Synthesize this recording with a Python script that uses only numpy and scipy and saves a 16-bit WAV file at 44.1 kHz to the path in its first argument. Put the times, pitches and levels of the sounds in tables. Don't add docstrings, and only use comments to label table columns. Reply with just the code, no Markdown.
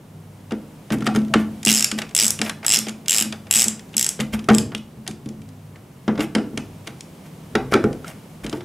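import sys
import numpy as np
from scipy import signal
from scipy.fft import rfft, irfft, next_fast_len
from scipy.io import wavfile
from scipy.ndimage import uniform_filter1d

SR = 44100
rng = np.random.default_rng(int(sys.argv[2]) if len(sys.argv) > 2 else 0)


def wav_record(signal):
    frames = np.transpose(np.atleast_2d(signal))
    bounded = np.clip(frames, -1, 1)
    quanta = np.round(bounded * 32767).astype(np.int16)
    wavfile.write(sys.argv[1], SR, quanta)


def volts(x):
    e = np.asarray(x, float) / 20
    return 10 ** e


N = 381024
CUTOFF_HZ = 16600

# frequency in Hz, level in dB, t60 in seconds.
PAWL_MODES = [(2830, -6, .01), (3300, -10, .007), (4000, -17, .005), (5180, 1, .012), (5700, -3, .009),
              (6500, -3, .007), (7650, 5, .011), (8200, -5, .006), (9140, -7, .006), (10700, -5, .006),
              (11900, -8, .005)]
# frequency in Hz, level in dB, t60 in seconds.
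PLATE_TREBLE_MODES = [(1870, -5, .02), (2150, -4, .025), (2350, -5, .02), (2800, -6, .018),
                      (3150, -6, .018), (3500, -9, .014)]
# frequency in Hz, level in dB, t60 in seconds.
PLATE_MIDDLE_MODES = [(635, -5, .04), (700, -7, .03), (775, -6, .035), (883, -9, .03), (1135, -9, .03),
                      (1550, -8, .03)]


def rms_one(x):
    return x / np.sqrt(np.mean(x ** 2) + 1e-20)


def at_hz(points, hz):
    points = np.array(points)
    return np.interp(np.log(hz), np.log(points[:, 0]), points[:, 1])


def blows(s, db, bounces_s, loss_db):
    delay = np.array(bounces_s) * rng.uniform(.7, 1.3, (len(s), len(bounces_s)))
    size = volts(np.asarray(db)[:, None] - loss_db * np.arange(len(bounces_s)))
    at = ((np.asarray(s)[:, None] + delay) * SR).astype(int)
    return np.minimum(at, N - 1), size


def strike(modes, at, size, spread_db, soft_hz):
    out = np.zeros((2, N))
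    luck = rng.standard_normal(size.shape + (len(modes), 2))
    mode_db = np.array(modes)[:, 1]
    share = volts(spread_db * luck[..., 0] + mode_db)
    share *= np.linalg.norm(volts(mode_db)) / np.linalg.norm(share, axis=-1, keepdims=True)
    for k, (hz, db, t60) in enumerate(modes):
        force = np.full(N, 1e-18)
        np.add.at(force, at, size * share[..., k] * np.sign(luck[..., k, 1]))
        pole, w = volts(-60 / (t60 * SR)), 2 * np.pi * hz / SR
        rung = signal.lfilter([0, np.sin(w)], [1, -2 * pole * np.cos(w), pole * pole], force)
        out += rung * volts(.9 * (-1) ** k * np.array([[1], [-1]]))
    r = np.exp(-2 * np.pi * soft_hz / SR)
    return signal.lfilter([1 - r], [1, -r], out)


def crack(at, size, t60, low_hz, high_hz, apart_db):
    force = np.full(N, 1e-18)
    np.add.at(force, at, size)
    tail = signal.lfilter([1], [1, -volts(-60 / (t60 * SR))], force)
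    mid, side = tail * rng.standard_normal((2, N))
    band = signal.butter(3, [low_hz, high_hz], "band", fs=SR, output="sos")
    return signal.sosfilt(band, volts(-2.5) * force + mid + volts(apart_db) * side * [[1], [-1]])


def scatter(x, spread_hz, rate_hz):
    drift = signal.lfilter(*signal.butter(2, rate_hz, fs=SR), rng.standard_normal(N))
    wander_hz = spread_hz * rms_one(drift)
    turning = np.exp(2j * np.pi * np.cumsum(wander_hz) / SR)
    return np.real(signal.hilbert(x, next_fast_len(N))[..., :N] * turning)


def coloured(spectrum):
    # frequency in Hz, likeness from 0 to 1.
    likeness = [(60, 0.98), (240, 0.99), (950, 0.6), (3770, 0.6), (15000, 1)]
    hz = np.maximum(np.fft.rfftfreq(N, 1 / SR), 1)
    mid, side = rfft(rng.standard_normal((2, N))) * volts(at_hz(spectrum, hz))
    alike = np.clip(at_hz(likeness, hz), 0, 1)
    return rms_one(irfft(np.sqrt(1 + alike) * mid + np.sqrt(1 - alike) * side * [[1], [-1]], N))


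def background():
    # frequency in Hz, level in dB per Hz.
    hum_colour = [(20, -5), (40, -17.5), (80, -11), (130, -5), (200, -5), (300, -12.5), (1000, -22),
                  (3300, -42)]
    # frequency in Hz, level in dB per Hz.
    hiss_colour = [(880, -37), (1500, -10.5), (2160, -0.5), (2410, -2.5), (3000, -2), (4160, -7),
                   (10200, -9), (16000, -19)]
    # frequency in Hz, width in Hz, level relative to the hum in dB.
    standing_waves = [(157, 2.5, -6), (134.5, 4, -12), (190, 4, -14), (240, 5, -17)]
    # time in seconds, gain in dB.
    gain_curve = [(0, -6), (.8, -2.5), (1.6, 1), (2.1, -1.5), (3, -2.5), (3.999, -1.5), (4.8, -5),
                  (5.899, -5), (6.699, -1), (8.1, 0.5), (8.64, -2)]
    s, gain_db = np.transpose(gain_curve)
    hum_db = -39.5 + 0.62 * gain_db
    hiss_db = -52.5 + gain_db
    t, hum = np.arange(N) / SR, coloured(hum_colour)
    for hz, width_hz, db in standing_waves:
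        r = np.exp(-np.pi * width_hz / SR)
        resonance = [1, -2 * r * np.cos(2 * np.pi * hz / SR), r * r]
        wave = signal.lfilter([1, 0, -1], resonance, rng.standard_normal(N))
        hum = hum + volts(db) * rms_one(wave)
    hiss = coloured(hiss_colour)
    return volts(np.interp(t, s, hum_db)) * hum + volts(np.interp(t, s, hiss_db)) * hiss


def appliance():
    first_s, every_s, on_s, mains_hz = .09, 1.061, .42, 99.9
    t = np.arange(N) / SR
    on = uniform_filter1d(1. * ((t - first_s) % every_s < on_s), size=1500)
    mains = volts(-41.5) * np.sin(2 * np.pi * mains_hz * t)
    octave = volts(-54) * np.sin(4 * np.pi * mains_hz * t)
    return on * (mains + octave)


def taps():
    # time in seconds, tick in dB, bluntness in dB
    bit_taps = [(0.5087, -36.5, 8.5), (0.5197, -26, -2), (0.9039, -27, 6), (0.922, -15, -10),
                (0.9344, -45, 3.5), (0.9847, -29.5, -12), (1.007, -28.5, -4), (1.0226, -28.5, -1.5),
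                (1.0442, -27.5, -17), (1.067, -13, -2), (1.0729, -15, -1.5), (1.0894, -53, 1.5),
                (1.142, -34, -1.5), (1.1498, -21, -8), (1.1603, -15.5, -4), (1.188, -28, -15),
                (1.217, -33.5, -13), (1.249, -35, -10), (1.282, -36.5, -7.5), (1.3385, -7.5, 1.5),
                (1.6304, -15, -18),
                (1.915, -5.5, -14.5), (1.9872, -12, -6.5), (2.018, -14.5, -5), (2.092, -29, -16),
                    (2.11, -32, -7), (2.39, -16, -10), (2.4154, -3.5, -8.5), (2.4615, -21.5, 0.5),
                    (2.4954, -9, -7), (2.6296, -44, 14), (2.6469, -19, -4), (2.868, -28.5, 3),
                    (2.8843, -13.5, -9.5), (2.893, -15, -17), (3.0596, -25, -11.5), (3.3247, -18.5, -2),
                    (3.4685, -39.5, 4), (3.5547, -4, -18), (3.7943, -25.5, -10.5), (3.892, -39, -25),
                    (3.931, -36, -7.5), (3.943, -30, -2), (4.1915, -35.5, 8), (4.201, -12, -7),
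                    (4.206, -13.5, -9.5), (4.3299, -27.5, -22), (4.336, -27, 6), (4.392, -24.5, -6.5),
                    (4.4422, -28, -14),
                (4.4878, -12, 0.5), (4.4944, -33, 15), (4.5005, -21, 5), (4.533, -19, -20),
                    (4.542, -12, -25), (4.7194, -47, 15.5), (4.749, -15, -16), (4.779, -26.5, -30),
                    (5.0654, -32.5, 1), (5.077, -9.5, -19), (5.111, -25, -14), (5.2587, -32, -7.5),
                    (5.289, -25.5, -22), (5.4177, -35, -9.5), (5.489, -33.5, -32), (5.7595, -47, 6.5),
                (6.079, -37.5, 18), (6.0924, -46, -9), (6.155, -44, 10), (6.1774, -36.5, 9.5),
                       (6.194, -32, 8.5), (6.2057, -16, 1.5), (6.3509, -12, -0.5), (6.3644, -49, 5),
                       (6.383, -35, 6), (6.575, -14.5, -5.5), (6.8728, -19.5, -4), (7.0074, -18, -44),
                       (7.553, -13.5, 2.5), (7.7225, -30, 10), (7.7381, -10.5, 2), (7.752, -28, -6),
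                       (7.8404, -22.5, -6), (7.9287, -28, -11), (8.045, -35, -2), (8.08, -23, -37),
                       (8.444, -28.5, -2.5), (8.4645, -22, -3), (8.496, -19, -30), (8.528, -25, 0.5),
                       (8.5697, -35, -15), (8.607, -39.5, 7)]
    # time in seconds, peak in dB.
    play_knocks = [
        (1.6719, 2),
        (1.689, 3.5),
        (1.989, -7),
        (2.39, -12),
        (3.941, -19),
        (4.749, -6.5),
        (6.576, -30),
    ]
    # frequency in Hz, level in dB, t60 in seconds.
    shaft_modes = [(1140, -1, .03), (1278, 4, 0.028), (1335, 3, .025), (1380, 7, 0.032)]
    # time in seconds, peak in dB.
    shaft_clanks = [(0.517, -33), (0.932, -33), (1.022, -34), (1.067, -24), (1.0864, -32), (1.149, -30.5),
                    (1.1608, -29.5), (1.341, -15), (4.486, -17), (7.5534, -20.5), (7.724, -29.5),
                    (7.732, -19.5), (7.741, -12), (7.841, -25.5), (8.0448, -34), (8.5277, -32.5)]

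    s, db, blunt_db = np.transpose(bit_taps)
    at, size = blows(s, db, [0, .0015, .004], loss_db=6)
    tick = crack(at, size, 0.0082, 2500, 11000, apart_db=-15.0)
    duller = signal.butter(2, 8500, fs=SR, output="sos")
    tick = signal.sosfilt(duller, tick)

    at, size = blows(s, db + 0.87 * blunt_db, [0, .002, .005], loss_db=6)
    treble = strike(PLATE_TREBLE_MODES, at, size * volts(-2.1), spread_db=7.5, soft_hz=8250)
    treble += crack(at, size * volts(3.5), 0.019, 940, 4890, apart_db=-16.5)

    at, size = blows(s, db + 1.53 * blunt_db, [0, .003, .008], loss_db=9.5)
    middle = strike(PLATE_MIDDLE_MODES, at, size * volts(-7.0), spread_db=-3.0, soft_hz=5000)
    middle += crack(at, size * volts(-0.5), 0.12, 250, 1600, apart_db=-16.5)

    s, db = np.transpose(play_knocks)
    at, size = blows(s, db, [0, .002], loss_db=3)
    knocks = strike(PAWL_MODES[:2], at, size, spread_db=3.0, soft_hz=9000)
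    s, db = np.transpose(shaft_clanks)
    at, size = blows(s, db + 1.5, [0, .004], loss_db=23.0)
    clanks = strike(shaft_modes, at, size, spread_db=2.5, soft_hz=5040)
    return tick + knocks + treble + middle + clanks


def loads():
    # time in seconds, boom in dB, upper panel modes in
    # relative dB, bench in relative dB.
    panel_pushes = [(0.519, -16, -3, -16.5), (0.908, -11.5, -11, -8), (.937, -18.5, -1, -10.5),
                    (1.006, -17.5, -10, -4), (1.071, -14.5, -1.5, -7), (1.146, -17, -1, -0.5),
                    (1.168, -9.5, -14, -27.5), (1.3, -26, -8, 0.5), (1.35, -8.5, -4.5, -12),
                    (1.639, -42.5, -3, -4), (1.665, -12.5, -1.5, -8), (4.192, -15, -10.5, -4.5),
                    (4.334, -14, -20, -11), (4.444, -44, 4, -6.5), (4.487, -12, 2.5, -9.5),
                    (4.503, -0.5, -10, -12), (4.746, -22, -9, -37), (4.973, -28, -12, -6),
                    (5.084, -25, -4, -3), (5.259, -22, -13, -4), (5.376, -30.5, -22.5, 2),
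                    (6.079, -10, -4.5, -15), (6.092, -17, 0.5, -30), (6.189, -16, 2, -15),
                         (6.351, -8.5, -1.5, -25), (6.365, -26.5, 4.5, -29), (6.532, -23, -7, -8),
                         (6.571, -24.5, 0.5, -2.5), (6.871, -32.5, -0.5, -9), (7.551, -12.5, -3.5, -26),
                         (7.723, -15.5, 1.5, -22), (7.747, -10, 3, -13.5), (7.841, -8, -18.5, -8.5),
                         (8.445, -20, -3, -14), (8.53, -24, 8, -2.5)]
    # time in seconds, boom in dB, boom t60 in seconds.
    hand_leans = [
        (1.924, -18.5, 0.4),
        (2.217, -23, 0.44),
        (2.398, -19.5, 0.45),
        (2.768, -25.5, 0.79),
        (2.868, -21.5, 0.3),
        (3.206, -24, 0.59),
        (3.249, -21.5, 0.4),
        (3.558, -24, 0.34),
        (3.657, -19.5, 0.37),
        (3.949, -25, 0.26),
    ]
    # start in seconds, favoured upper mode in Hz, boom t60 in seconds.
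    bit_places = [
        (0, 316, 0.25),
        (1.05, 265, 0.48),
        (4.1, 387, 0.31),
        (5.9, 311, 0.27),
        (7.3, 379.6, 0.15),
    ]
    from_s, place_hz, place_t60 = np.transpose(bit_places)
    leaning = [(s, db, -5, -40.5) for s, db, _ in hand_leans]
    s, db, upper_db, bench_db = np.transpose(panel_pushes + leaning)
    place = np.maximum(np.searchsorted(from_s, s) - 1, 0)
    t60 = np.append(place_t60[place][:-len(hand_leans)], np.transpose(hand_leans)[-1])
    favoured_hz = place_hz[place] * np.exp(.1 * rng.standard_normal(len(s)))
    return s, db, upper_db, bench_db, favoured_hz, t60


def pushes():
    # frequency in Hz, level in dB, t60 in seconds.
    panel_modes = [(303, -7, .1), (345, -8, .055), (385, -7, .055), (435, -6, .06), (470, -9, .05),
                   (540, -9, .05)]
    # frequency in Hz, level in dB, t60 in seconds.
    bench_modes = [(76, -28, 0.19), (135, -3, 0.3), (156, -20, 0.19)]
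    # frequency in Hz, level in dB, t60 in seconds.
    flank_modes = [(210.7, -46, 0.18), (236.2, -10, 0.38)]
    boom_hz, lead_rad = 215.9, 0.033
    s, db, upper_db, bench_db, place_hz, t60 = loads()
    t, power = np.arange(N) / SR, np.zeros(N)
    for start, top, ring in zip(s, volts(db + 2.0), t60):
        i, age, rise = int(start * SR), t[:SR], 0.0034 / np.sqrt(top)
        swell = top * (1 - np.exp(-age / rise)) * volts(-60 * age / ring)
        power[i:i + SR] += (swell ** 2)[:N - i]
    boom = np.sqrt(power) * np.sin(2 * np.pi * boom_hz * t + lead_rad * np.array([[1], [-1]]))

    at, size = blows(s, db, [0], loss_db=0)
    flanks = strike(flank_modes, at, size, spread_db=-17.0, soft_hz=298)

    at, size = blows(s, db + upper_db, [0, .009], loss_db=3.5)
    upper = crack(at, size, 0.093, 200, 1110, apart_db=-27.5)
    for mode in panel_modes:
        near = volts(-16 * np.abs(np.log2(mode[0] / place_hz)))[:, None]
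        force = size * near * volts(rng.normal(5.8, 2.9, size.shape))
        upper = upper + strike([mode], at, force, spread_db=0, soft_hz=1510).mean(axis=0)

    at, size = blows(s, db + bench_db + 0.5, [.004], loss_db=0)
    bench = strike(bench_modes, at, size, spread_db=-3.5, soft_hz=608)
    return boom, flanks + upper + bench


def scrapes():
    # start in seconds, length in seconds, level in dB.
    slides = [(0.909, 0.045, -31.5), (0.998, 0.036, -53), (1.049, 0.025, -35), (1.965, 0.045, -35.5),
              (2.401, 0.12, -36), (1.141, 0.038, -39), (1.349, .1, -43), (2.622, 0.053, -40.5),
              (3.07, 0.014, -45), (3.497, 0.013, -46), (4.317, 0.044, -33.5), (4.497, 0.045, -40),
              (6.171, .09, -36), (6.853, 0.036, -40), (7.223, 0.078, -53.5), (7.701, 0.056, -35.5),
              (8.039, 0.098, -42), (8.428, 0.03, -38.5), (8.462, 0.16, -48.5), (2.855, 0.044, -42),
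              (4.188, 0.038, -34)]
    t, level = np.arange(N) / SR, np.zeros(N)
    for start, length, db in slides:
        level += volts(db) * np.sin(np.pi * np.clip((t - start) / length, 0, 1)) ** 2
    slips_per_s = 1500
    at = np.flatnonzero((rng.random(N) < slips_per_s / SR) & (level > 1e-9))
    size = level[at] * volts(0.74 * np.minimum(rng.exponential(1, N)[at], 5))
    modes = PLATE_TREBLE_MODES + PLATE_MIDDLE_MODES
    plate = strike(modes, at, size * volts(-2.0), spread_db=9.0, soft_hz=7000)
    return plate + crack(at, size * volts(-12.5), 0.023, 700, 13000, apart_db=-15.5)


def rings():
    # time in seconds, frequency in Hz, peak in dB, t60 in seconds.
    ringing_modes = [(0.911, 430, -26, 0.1), (1.17, 304, -19, .15), (1.338, 1524, -8, 0.021),
                     (1.339, 2300, -10, 0.014), (1.339, 3580, -17, 0.013), (1.351, 304, -16, .2),
                     (1.351, 435, -21, .12), (1.667, 306.4, -25, 0.17), (2.415, 442, -25.5, 0.16),
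                     (2.4155, 5060, -6, .012), (2.4156, 1400, -21, 0.019), (4.325, 60.4, -24, 0.21),
                     (4.39, 1140, -33, 0.034), (4.487, 1245, -8, .02), (4.494, 1470, -7.5, 0.026),
                     (4.495, 3130, -16.5, .015), (4.505, 307, -13.5, 0.16), (4.505, 460, -20.5, 0.12),
                     (5.259, 292, -22.5, .1), (5.759, 2120, -34, 0.02), (5.759, 2830, -38, .02),
                     (6.082, 300, -27.5, .15), (6.082, 437, -20, .12), (6.092, 136.5, -29, 1),
                     (6.353, 309, -19, 0.16), (6.3653, 329, -9.5, 0.042), (6.0928, 342, -13.5, 0.044),
                     (7.553, 415.7, -9.5, 0.089), (7.555, 342, -12, 0.11), (7.554, 2290, -17, 0.027),
                     (7.552, 1350, -12, .02), (7.556, 1362, -28.5, .2), (7.562, 133.4, -25, 0.94),
                     (7.739, 2276, -19, .05), (7.741, 390, -6, .12), (7.745, 1387, -31.5, .2),
                     (7.745, 1290, -30, .2), (7.753, 2355, -18.5, .05), (7.841, 422, -6, 0.092),
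                     (7.8418, 340, -8, 0.12), (7.841, 2290, -27.5, .04), (8.43, 52, -29.5, .3)]
    out = np.zeros(N + SR)
    for s, hz, db, t60 in ringing_modes:
        start = int(s * SR)
        age = np.arange(min(int(t60 * SR), SR)) / SR
        out[start:start + len(age)] += volts(db - 60 * age / t60) * np.sin(2 * np.pi * hz * age)
    return out[:N]


def squeaks():
    # start in seconds, length in seconds, frequency in Hz, level in dB.
    rubs = [(0.937, .03, 618, -33), (1.067, 0.071, 762, -25), (1.145, 0.039, 420, -19.5),
            (1.285, 0.092, 662, -33.5), (4.486, 0.016, 680, -10), (4.488, 0.045, 787, -18.5),
            (4.49, 0.029, 1153, -22), (5.071, 0.033, 756, -35.5), (5.745, 0.027, 1780, -50),
            (7.564, 0.057, 768, -23), (8.066, .05, 2200, -47)]
    t, out = np.arange(N) / SR, np.zeros(N)
    for start, length, hz, db in rubs:
        swell = np.sin(np.pi * np.clip((t - start) / length, 0, 1))
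        out += volts(db) * swell * np.sin(2 * np.pi * hz * t)
    return scatter(out, spread_hz=25.2, rate_hz=64.0)


def teeth():
    # time in seconds, teeth per second.
    wrist_strokes = [
        [(1.6507, 85), (1.6981, 127), (1.7266, 80), (1.7793, 150), (1.8078, 59), (1.8441, 50)],
        [(2.1496, 61), (2.2167, 118), (2.2542, 96), (2.3055, 22)],
        [(2.6646, 44), (2.6924, 99), (2.712, 105), (2.7441, 145), (2.7887, 33)],
        [(3.0825, 76), (3.1188, 88), (3.1378, 125), (3.1731, 100), (3.2006, 117), (3.2236, 58)],
        [(3.5104, 53), (3.5881, 153), (3.6027, 120), (3.6288, 110), (3.6417, 46), (3.6824, 3)],
        [(3.9674, 85), (3.9947, 61), (4.0271, 62), (4.0904, 33)],
        [(4.5483, 28), (4.5835, 28)],
    ]
    stroke_levels = [-5.5, -5, -6, -7, -5.5, -6, -7.5]
    last_tooth_levels = [1.5, -3, -3, 1.5, 0, 1, -3.5]
    rows = []
    for stroke, level_db, last_db in zip(wrist_strokes, stroke_levels, last_tooth_levels):
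        s, speed = np.transpose(stroke)
        t = np.linspace(s[0], s[-1], num=2000)
        turned = np.cumsum(np.interp(t, s, speed)) * (t[1] - t[0])
        tooth = np.linspace(turned[0], turned[-1], round(turned[-1]) + 1)
        when = np.interp(tooth, turned, t)
        slow = np.log2(100 * np.gradient(when))
        db = level_db + last_db * (when == when[-1])
        db = db + 1.1 * slow + 1.6 * rng.standard_normal(len(when))
        rows += zip(when, db, slow)
    return np.transpose(rows)


def ratchet():
    # time in seconds, low housing modes in dB, middle modes in dB.
    finger_grip = [(1.65, -10.5, 2), (1.69, 6.5, -2), (1.73, -8, -9.5), (1.775, -2, 1.5), (1.845, 0, 0.5),
                   (2.15, -4.5, -5.5), (2.19, 2.5, 3.5), (2.235, -1, -3), (2.305, -25.5, -6),
                   (2.665, -6, -8), (2.7, 0.5, 3.5), (2.73, 1, 1), (2.765, 0, 0.5), (2.79, -9.5, -9),
                   (3.082, -0.5, -5), (3.135, 2, -4.5), (3.16, -3, 1.5), (3.2, 0.5, -8.5),
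                   (3.224, -2.5, -6), (3.51, 0, -13), (3.57, -0.5, -2.5), (3.62, -3, -2), (3.68, 1.5, -7),
                   (3.967, -3.5, 0.5), (4.03, -4.5, -7), (4.09, -4, -1), (4.548, -1.5, -0.5),
                   (4.584, 1.5, 3)]
    grip_hz, middle_hz = 3800, 6000
    alike = .6
    s, db, slow = teeth()
    held_s, low_db, middle_db = np.transpose(finger_grip)
    grip_db, middle_db = np.interp(s, held_s, low_db), np.interp(s, held_s, middle_db)
    at, size = blows(s, 0 * db, [0, .0006, .0013], loss_db=4.5)
    size = size * volts(-3.5 * np.maximum(slow, 0)[:, None] * np.arange(size.shape[1]))

    hz, mode_db, t60 = np.transpose(PAWL_MODES)[:, :, None]
    age = np.arange(600) / SR
    luck = rng.standard_normal(at.shape + (len(PAWL_MODES), 3))
    luck[..., :2] = signal.lfilter([np.sqrt(1 - alike ** 2)], [1, -alike], luck[..., :2], axis=0)
    mode_db = mode_db + grip_db[:, None, None, None] * (hz < grip_hz)
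    mode_db = mode_db + middle_db[:, None, None, None] * ((hz > grip_hz) & (hz < middle_hz))
    shifted_hz = hz * (1 + 0.014 * luck[:, :1, :, :1])
    envelope = volts(mode_db + 2.85 * luck[..., 1:2] - 60 * age / t60)
    modes = envelope * np.sign(luck[..., 2:]) * np.sin(2 * np.pi * shifted_hz * age)
    housing = np.zeros((2, N))
    for side, lean_db in enumerate((1.3, -1.3)):
        lean = volts(lean_db * (-1) ** np.arange(len(PAWL_MODES)))[:, None]
        heard = size[..., None] * volts(-12.5) * np.sum(modes * lean, axis=2)
        np.add.at(housing[side], at[..., None] + np.arange(len(age)), heard)

    noise_db = -13.5 + 2.5 * np.clip(slow, 0, 2)
    snap = housing + crack(at, size * volts(noise_db)[:, None], 0.009, 4600, 10900, apart_db=-18)
    snap += crack(at, size * volts(grip_db - 12)[:, None], 0.012, 2110, 4600, apart_db=-40.5)
    snap += crack(at, size * volts(-21), .012, 8000, 14500, apart_db=-3)
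    first = at[:, 0]
    top = np.maximum.reduceat(np.abs(snap.mean(axis=0)), first)
    latest = np.maximum(np.searchsorted(first, np.arange(N), "right") - 1, 0)
    snap = snap * (volts(db + 6.0) / top)[latest]
    snap += crack(first - round(.0022 * SR), volts(db - 37.5), .02, 4000, 12000, apart_db=-16)
    return snap + crack(at, size * volts(db - 39.0)[:, None], 0.32, 410, 4400, apart_db=-55.5)


def far_motor():
    # time in seconds, frequency in Hz, level in dB.
    winding_down = [
        (5.28, 277, -75),
        (5.358, 283, -45),
        (5.5, 264, -42.5),
        (5.65, 236, -48),
        (5.851, 230, -76),
    ]
    s, hz, db = np.transpose(winding_down)
    t = np.arange(N) / SR
    phase = 2 * np.pi * np.cumsum(np.interp(t, s, hz)) / SR
    return volts(np.interp(t, s, db, -120, -120)) * np.sin(phase)


def room(x, alike, build_s):
    # frequency in Hz, t60 in seconds.
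    room_decay = [(100, 0.76), (1000, 0.35), (3000, 0.29), (8000, 0.27), (16000, 0.14)]
    t, echo = np.arange(SR // 2) / SR, 0
    edges = np.append(50.4 * 2. ** np.arange(9), CUTOFF_HZ)
    for low, high in zip(edges, edges[1:]):
        band = signal.butter(2, [low, high], "band", fs=SR, output="sos")
        decay = volts(-60 * t / at_hz(room_decay, np.sqrt(low * high)))
        echo = echo + signal.sosfilt(band, rng.standard_normal((3, len(t)))) * decay
    echo = echo * (1 - np.exp(-t / build_s))
    return signal.fftconvolve(x[None], alike * echo[0] + echo[1:], axes=1)[:, :N]


def shadowed(x):
    # frequency in Hz, width in Hz, depth from 0 to 1.
    plate_dips = [(1010, 220, .5), (4300, 600, .45)]
    for hz, width_hz, depth in plate_dips:
        x = x - depth * signal.lfilter(*signal.iirpeak(hz, hz / width_hz, fs=SR), x)
    return x


def scene():
    tool = ratchet() * volts(np.array([[-.3], [.3]]))
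    work = (taps() + scrapes() + squeaks() + rings()) * volts(np.array([[.1], [-.1]]))
    boom, thuds = pushes()
    low = (boom + thuds) * volts(np.array([[.4], [-.4]]))
    wet = volts(-52.0) * scatter(tool, spread_hz=500, rate_hz=900)
    wet += volts(-54.0) * scatter(work, spread_hz=260, rate_hz=350)
    wet += volts(-52.0) * scatter(thuds, spread_hz=69.95, rate_hz=80)
    walls = room(wet.mean(axis=0), alike=5.35, build_s=0.0025)
    return shadowed(tool + work + low + walls) + background() + far_motor() + appliance()


def top_cut(x):
    return signal.sosfilt(signal.butter(12, 16650, fs=SR, output="sos"), x)


def record(dry):
    rounded = 0.96 * np.tanh(dry / 1.234)
    x = signal.sosfilt(signal.butter(3, 45, "high", fs=SR, output="sos"), rounded)
    x = signal.sosfilt(signal.cheby2(12, 60, CUTOFF_HZ, fs=SR, output="sos"), x)
    return top_cut(np.clip(x, -1, 1))


dry = scene()
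out = record(dry)
wav_record(out)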